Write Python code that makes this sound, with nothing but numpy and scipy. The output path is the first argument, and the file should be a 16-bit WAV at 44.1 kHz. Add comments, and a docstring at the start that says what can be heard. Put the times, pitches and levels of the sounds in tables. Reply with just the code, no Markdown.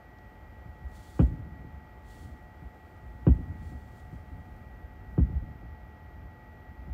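"""By open water at night, three firework shells burst far off. Each arrives as a dull crack that sinks
into a deep boom, a pulse of air pressure that then echoes and rolls along the shore. Farther bursts and
one late echo thump faintly over the low rumble of the town. Close by, a camera's motor whines over a
steady hiss, and a jacket rustles softly as cloth slides over cloth."""
import sys
import numpy as np
from scipy import signal
from scipy.fft import rfft, irfft, next_fast_len
from scipy.io import wavfile

SR = 44100
rng = np.random.default_rng(int(sys.argv[2]) if len(sys.argv) > 2 else 0)


def to_wav(sig):
    """Store sig (one row per channel, or 1-D mono) as 16-bit WAV at the path in sys.argv[1].

    Samples outside -1..1 are clipped; the rate is SR.
    """
    pcm = np.clip(np.atleast_2d(sig), -1, 1) * 32767
    pcm = np.round(pcm).astype(np.int16)
    wavfile.write(sys.argv[1], SR, pcm.T)  # frames by channels


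N = 305613
TIME = np.arange(N) / SR


def from_db(db):
    """Turn decibels into a number to multiply a sound by."""
    return 10 ** (np.asarray(db) / 20)


def rms_one(x):
    """Scale a sound so that its average strength (rms) is 1."""
    return x / np.sqrt(np.mean(x ** 2) + 1e-20)


def level(rows):
    """A volume curve that joins points of t/s, level/dB."""
    return from_db(np.interp(TIME, *np.transpose(rows)))


def band(x, hz, width_hz, order=3):
    """Keep only the frequencies in a band around hz."""
    low = np.hypot(hz, width_hz / 2) - width_hz / 2
    high = min(low + width_hz, SR / 2 - 100)
    return signal.sosfilt(signal.butter(order, [low, high], "band", fs=SR, output="sos"), x + 1e-18)


def dull(x, hz):
    """Air and soft ground take away the treble above hz."""
    return signal.sosfilt(signal.butter(2, hz, fs=SR, output="sos"), x + 1e-18)


def add(out, s, sound):
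    """Mix a sound in, starting at s seconds."""
    start = int(np.clip(round(s * SR), 0, len(out)))
    out[start:start + len(sound)] += sound[:len(out) - start]


def noise(colour):
    """Steady noise of strength 1, its tone shaped by points of f/Hz, level/dB."""
    hz, db = np.transpose(colour)
    size = next_fast_len(N)
    freqs = np.fft.rfftfreq(size, 1 / SR)
    gain = from_db(np.interp(np.log(freqs + 1), np.log(hz), db))
    return rms_one(irfft(rfft(rng.standard_normal(size)) * gain, size)[:N])


def noise_band(size, hz, width_hz, order=3):
    """Noise of strength 1 in a band around hz."""
    return rms_one(band(rng.standard_normal(size), hz, width_hz, order))


def drift(per_s):
    """A random wander, roughly between -1 and 1, that finds a new value per_s times a second."""
    return np.interp(TIME * per_s, np.arange(1000), rng.standard_normal(1000))


# how the rumble rises and falls: t/s, level/dB
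RUMBLE_LEVELS = [(0, -53), (.8, -49.5), (2.85, -51.5), (3.4, -43.5), (3.9, -47.5), (4.6, -45), (4.98, -50),
                 (5.14, -42), (5.5, -49), (6.6, -49), (6.93, -46.5)]
# the rumble's tone, from low to high: f/Hz, level/dB
RUMBLE_TONE = [(20, -41), (32, -25.5), (45, 5), (58, 6), (80, 5.5), (105, -1), (150, -9.5), (220, -7),
               (320, -24), (600, -57.5)]

def town(boost_db=1):
    """The town and far fireworks blend into a low rumble that swells and sinks."""
    return from_db(boost_db) * level(RUMBLE_LEVELS) * noise(RUMBLE_TONE)


# the notes in the motor's whine: f/Hz, level/dB
MOTOR_NOTES = [(730, -67), (862, -63), (1226, -77.5), (1592, -79), (1922.7, -63.5), (2387, -82),
               (3183, -87)]
# the tone of the air and microphone hiss: f/Hz, level/dB
HISS_TONE = [(100, -21), (300, 5), (500, 0.5), (760, 2.5), (1000, -7), (1300, -3), (1700, -10), (2050, -7),
             (2500, -15.5), (3150, -20), (3600, -24), (5200, -28), (8000, -36.5), (12000, -42)]

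def camera(waver=0.00052, flutter_db=1.15, hiss_db=-57.5, sizzle_db=-82):
    """The motor's notes waver in pitch together, over hiss and a thin, high sizzle."""
    motor_time = np.cumsum(1 + waver * drift(per_s=12)) / SR
    whine = np.zeros(N)
    for hz, db in MOTOR_NOTES:
        height = np.sqrt(2) * from_db(db + flutter_db * drift(per_s=12))
        whine += height * np.sin(2 * np.pi * hz * motor_time)
    sizzle = from_db(sizzle_db) * noise_band(N, hz=13520, width_hz=950, order=2)
    return whine + from_db(hiss_db) * noise(HISS_TONE) + sizzle


# the tone of sliding cloth: f/Hz, level/dB
CLOTH_TONE = [(1500, -13), (3300, 2.5), (5300, -0.5), (7000, 0.5), (10000, -2), (12000, -9.5),
              (15500, -4.5)]
# pitches where the microphone and its case colour the rustle: f/Hz, width/Hz, level/dB
MIC_RESONANCES = [(3360, 170, -10), (4380, 200, -11.5), (7450, 400, -12.5), (13600, 1800, -15.5)]
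# faint stirring until the wearer settles: t/s, level/dB
CLOTH_STIRRING = [(0, -84.5), (1.6, -87), (2.8, -81.5), (4.5, -84), (5.3, -96)]
# sleeve strokes, and a faint, brief high fizz right at the second boom: t/s, length/s, level/dB
STROKES_AND_FIZZ = [(0.955, 0.26, -66), (2.105, .14, -66.5), (3.28, .05, -78), (3.64, .07, -71.5),
                    (3.8, .12, -78), (3.964, 0.034, -72.5), (4.14, .02, -77)]

def jacket(grain_db=1.0, swell_s=0.044, fade_s=0.067):
    """Cloth slides unevenly over cloth; each stroke, and the one fizz, swells, holds and fades."""
    colour = sum(from_db(db) * noise_band(N, hz, width, order=1) for hz, width, db in MIC_RESONANCES)
    power = level(CLOTH_STIRRING) ** 2
    for s, length, db in STROKES_AND_FIZZ:
        before = np.maximum(s - TIME, 0)
        after = np.maximum(TIME - s - length, 0)
        power += (from_db(db) * np.exp(-before / swell_s - after / fade_s)) ** 2
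    grain = from_db(grain_db * drift(per_s=92))
    return np.sqrt(power) * grain * (noise(CLOTH_TONE) + colour)


# small ticks of the fabric: t/s, f/Hz, peak level/dB
FABRIC_TICKS = [(.187, 4200, -54), (2.088, 8800, -56), (2.428, 8500, -60), (4.565, 7500, -62)]

def fabric_ticks():
    """Now and then the fabric ticks: a pulse only a few vibrations long."""
    out = np.zeros(N)
    for s, hz, db in FABRIC_TICKS:
        tick = band(signal.unit_impulse(SR // 2), hz, width_hz=0.7 * hz)
        add(out, s, from_db(db) * tick / np.abs(tick).max())
    return out


# the parts of one boom, the lowest arriving last: delay/s, f/Hz, width/Hz, level/dB
BOOM_PARTS = [(0.00042, 880, 680, -42), (0.0011, 734, 100, -35), (0.00055, 429, 163, -26.5),
              (.0002, 323.7, 113, -15.5), (0.00391, 135.9, 58, 0.73), (0.00485, 114.2, 42.2, 0.5),
              (0.01897, 257.4, 67, -13.5), (0.01944, 65.1, 28, 1.3), (.026, 40, 11, -12)]

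def boom(brightness, wall_delay_s=0.0162, wall_db=-7):
    """One pulse of air pressure, smeared by its long trip and repeated by a nearby wall."""
    direct = np.zeros(SR // 2)
    pulse = signal.unit_impulse(SR // 2)
    for delay, hz, width, db in BOOM_PARTS:
        tilt_db = brightness * np.log2(hz / 70)   # brightness above 0 lifts the higher parts
        add(direct, delay, from_db(db + tilt_db) * band(pulse, hz, width))
    out = direct.copy()
    add(out, wall_delay_s, from_db(wall_db) * direct)
    return out


# far bursts and one late echo of the first shell: t/s, boom level/dB, brightness/(dB per octave)
FAINT_THUMPS = [(.652, 16.5, -4), (.815, 21, -11.5), (2.617, 16.5, -3), (3.026, 13, -5), (3.62, 16.5, -4.5),
                (4.124, 16, -0.5), (4.8, 15, -11.5), (5.319, 30.5, -13), (6.872, 22, -6.5)]

def faint_thumps():
    """Booms that travelled farther: weak, mostly dull, their crack and rolling tail lost on the way."""
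    out = np.zeros(N)
    for s, boom_db, brightness in FAINT_THUMPS:
        add(out, s, from_db(boom_db) * boom(brightness))
    return out


def scatter(bands, t):
    """Countless tiny echoes blur into noise; each band falls 60 dB in its fade time."""
    out = np.zeros(len(t))
    for hz, width, db, fade_s in bands:
        blur = band(rng.standard_normal(len(t) + SR), hz, width)[SR:]   # skip the filter's warm-up
        out += from_db(db - 60 * t / fade_s) * rms_one(blur)
    return out


# the bands of the crack: f/Hz, width/Hz, level/dB, fade time/s
CRACK_BANDS = [(434, 270, 1.5, 0.15), (825, 285, -5.5, 0.12), (1380, 400, -10.5, 0.1),
               (2710, 910, -18, 0.13)]

def crack(rise_s=0.0015):
    """A shell's crack bounces off things nearby; so much air leaves it no sharp edge."""
    t = np.arange(SR) / SR
    rise = 1 - np.exp(-t / rise_s)
    return dull(scatter(CRACK_BANDS, t) * rise, hz=4500)


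# the bands of the rolling tail: f/Hz, width/Hz, level/dB, fade time/s
ROLL_BANDS = [(69.3, 39.4, 0.5, 2.05), (120.8, 74.5, -1.5, 1.94), (234.6, 115, -6.5, 1.41),
              (450, 380, -22.5, 1.8)]

def shore_roll(rise_s=0.068, far_delay_s=1.083, far_spread_s=0.091, far_db=-12):
    """The uneven shore sends a boom back in clumps; the far shore adds a soft, late swell."""
    t = np.arange(3 * SR) / SR
    clumps = from_db(4.5 * np.clip(drift(per_s=40)[:len(t)], -3, 1.3))
    roll = scatter(ROLL_BANDS, t) * (1 - np.exp(-t / rise_s))
    swell = np.exp(-0.5 * ((t - far_delay_s) / far_spread_s) ** 2)
    rumble = sum(from_db(db) * noise_band(len(t), hz, width) for hz, width, db, _ in ROLL_BANDS)
    return clumps * (roll + from_db(far_db) * swell * rms_one(rumble))


# the three shells: t/s, boom level/dB, brightness/(dB per octave), crack level/dB, roll level/dB
SHELL_BURSTS = [(1.192, 39.5, 1, -31, -38), (3.2667, 41.5, 0.5, -35.5, -37), (5.178, 39, -1, -44.5, -38)]
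# shore echoes: delay/s, level next to the boom/dB, added brightness/(dB per octave), dull above f/Hz
SHORE_ECHOES = [(.078, -21, -0.5, 300), (.117, -18.5, -0.5, 328), (.185, -32.5, 1.5, 300),
                (.449, -30.5, 2.5, 450)]

def shells():
    """The shells burst at about the same spot, so they all get the same echoes."""
    out = np.zeros(N)
    for s, boom_db, brightness, crack_db, roll_db in SHELL_BURSTS:
        add(out, s, from_db(boom_db) * boom(brightness))
        add(out, s, from_db(crack_db) * crack())
        add(out, s, from_db(roll_db) * shore_roll())
        for delay, echo_db, added_brightness, hz in SHORE_ECHOES:
            echo = dull(boom(brightness + added_brightness), hz)
            add(out, s + delay, from_db(boom_db + echo_db) * echo)
    return out


def scene():
    """Far fireworks and town, near camera and jacket, in one channel."""
    fireworks = shells() + faint_thumps()
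    return (fireworks + town() + camera() + jacket() + fabric_ticks())[None]


def record(dry, low_cut_hz=15, high_cut_hz=15700):
    """The microphone loses the deepest bass, and the highest treble is cut off."""
    bass_cut = signal.butter(1, low_cut_hz, "high", fs=SR, output="sos")
    treble_cut = signal.ellip(12, 0.1, 80, high_cut_hz, fs=SR, output="sos")
    return signal.sosfilt(treble_cut, signal.sosfilt(bass_cut, dry))


dry = scene()
out = record(dry)
to_wav(out)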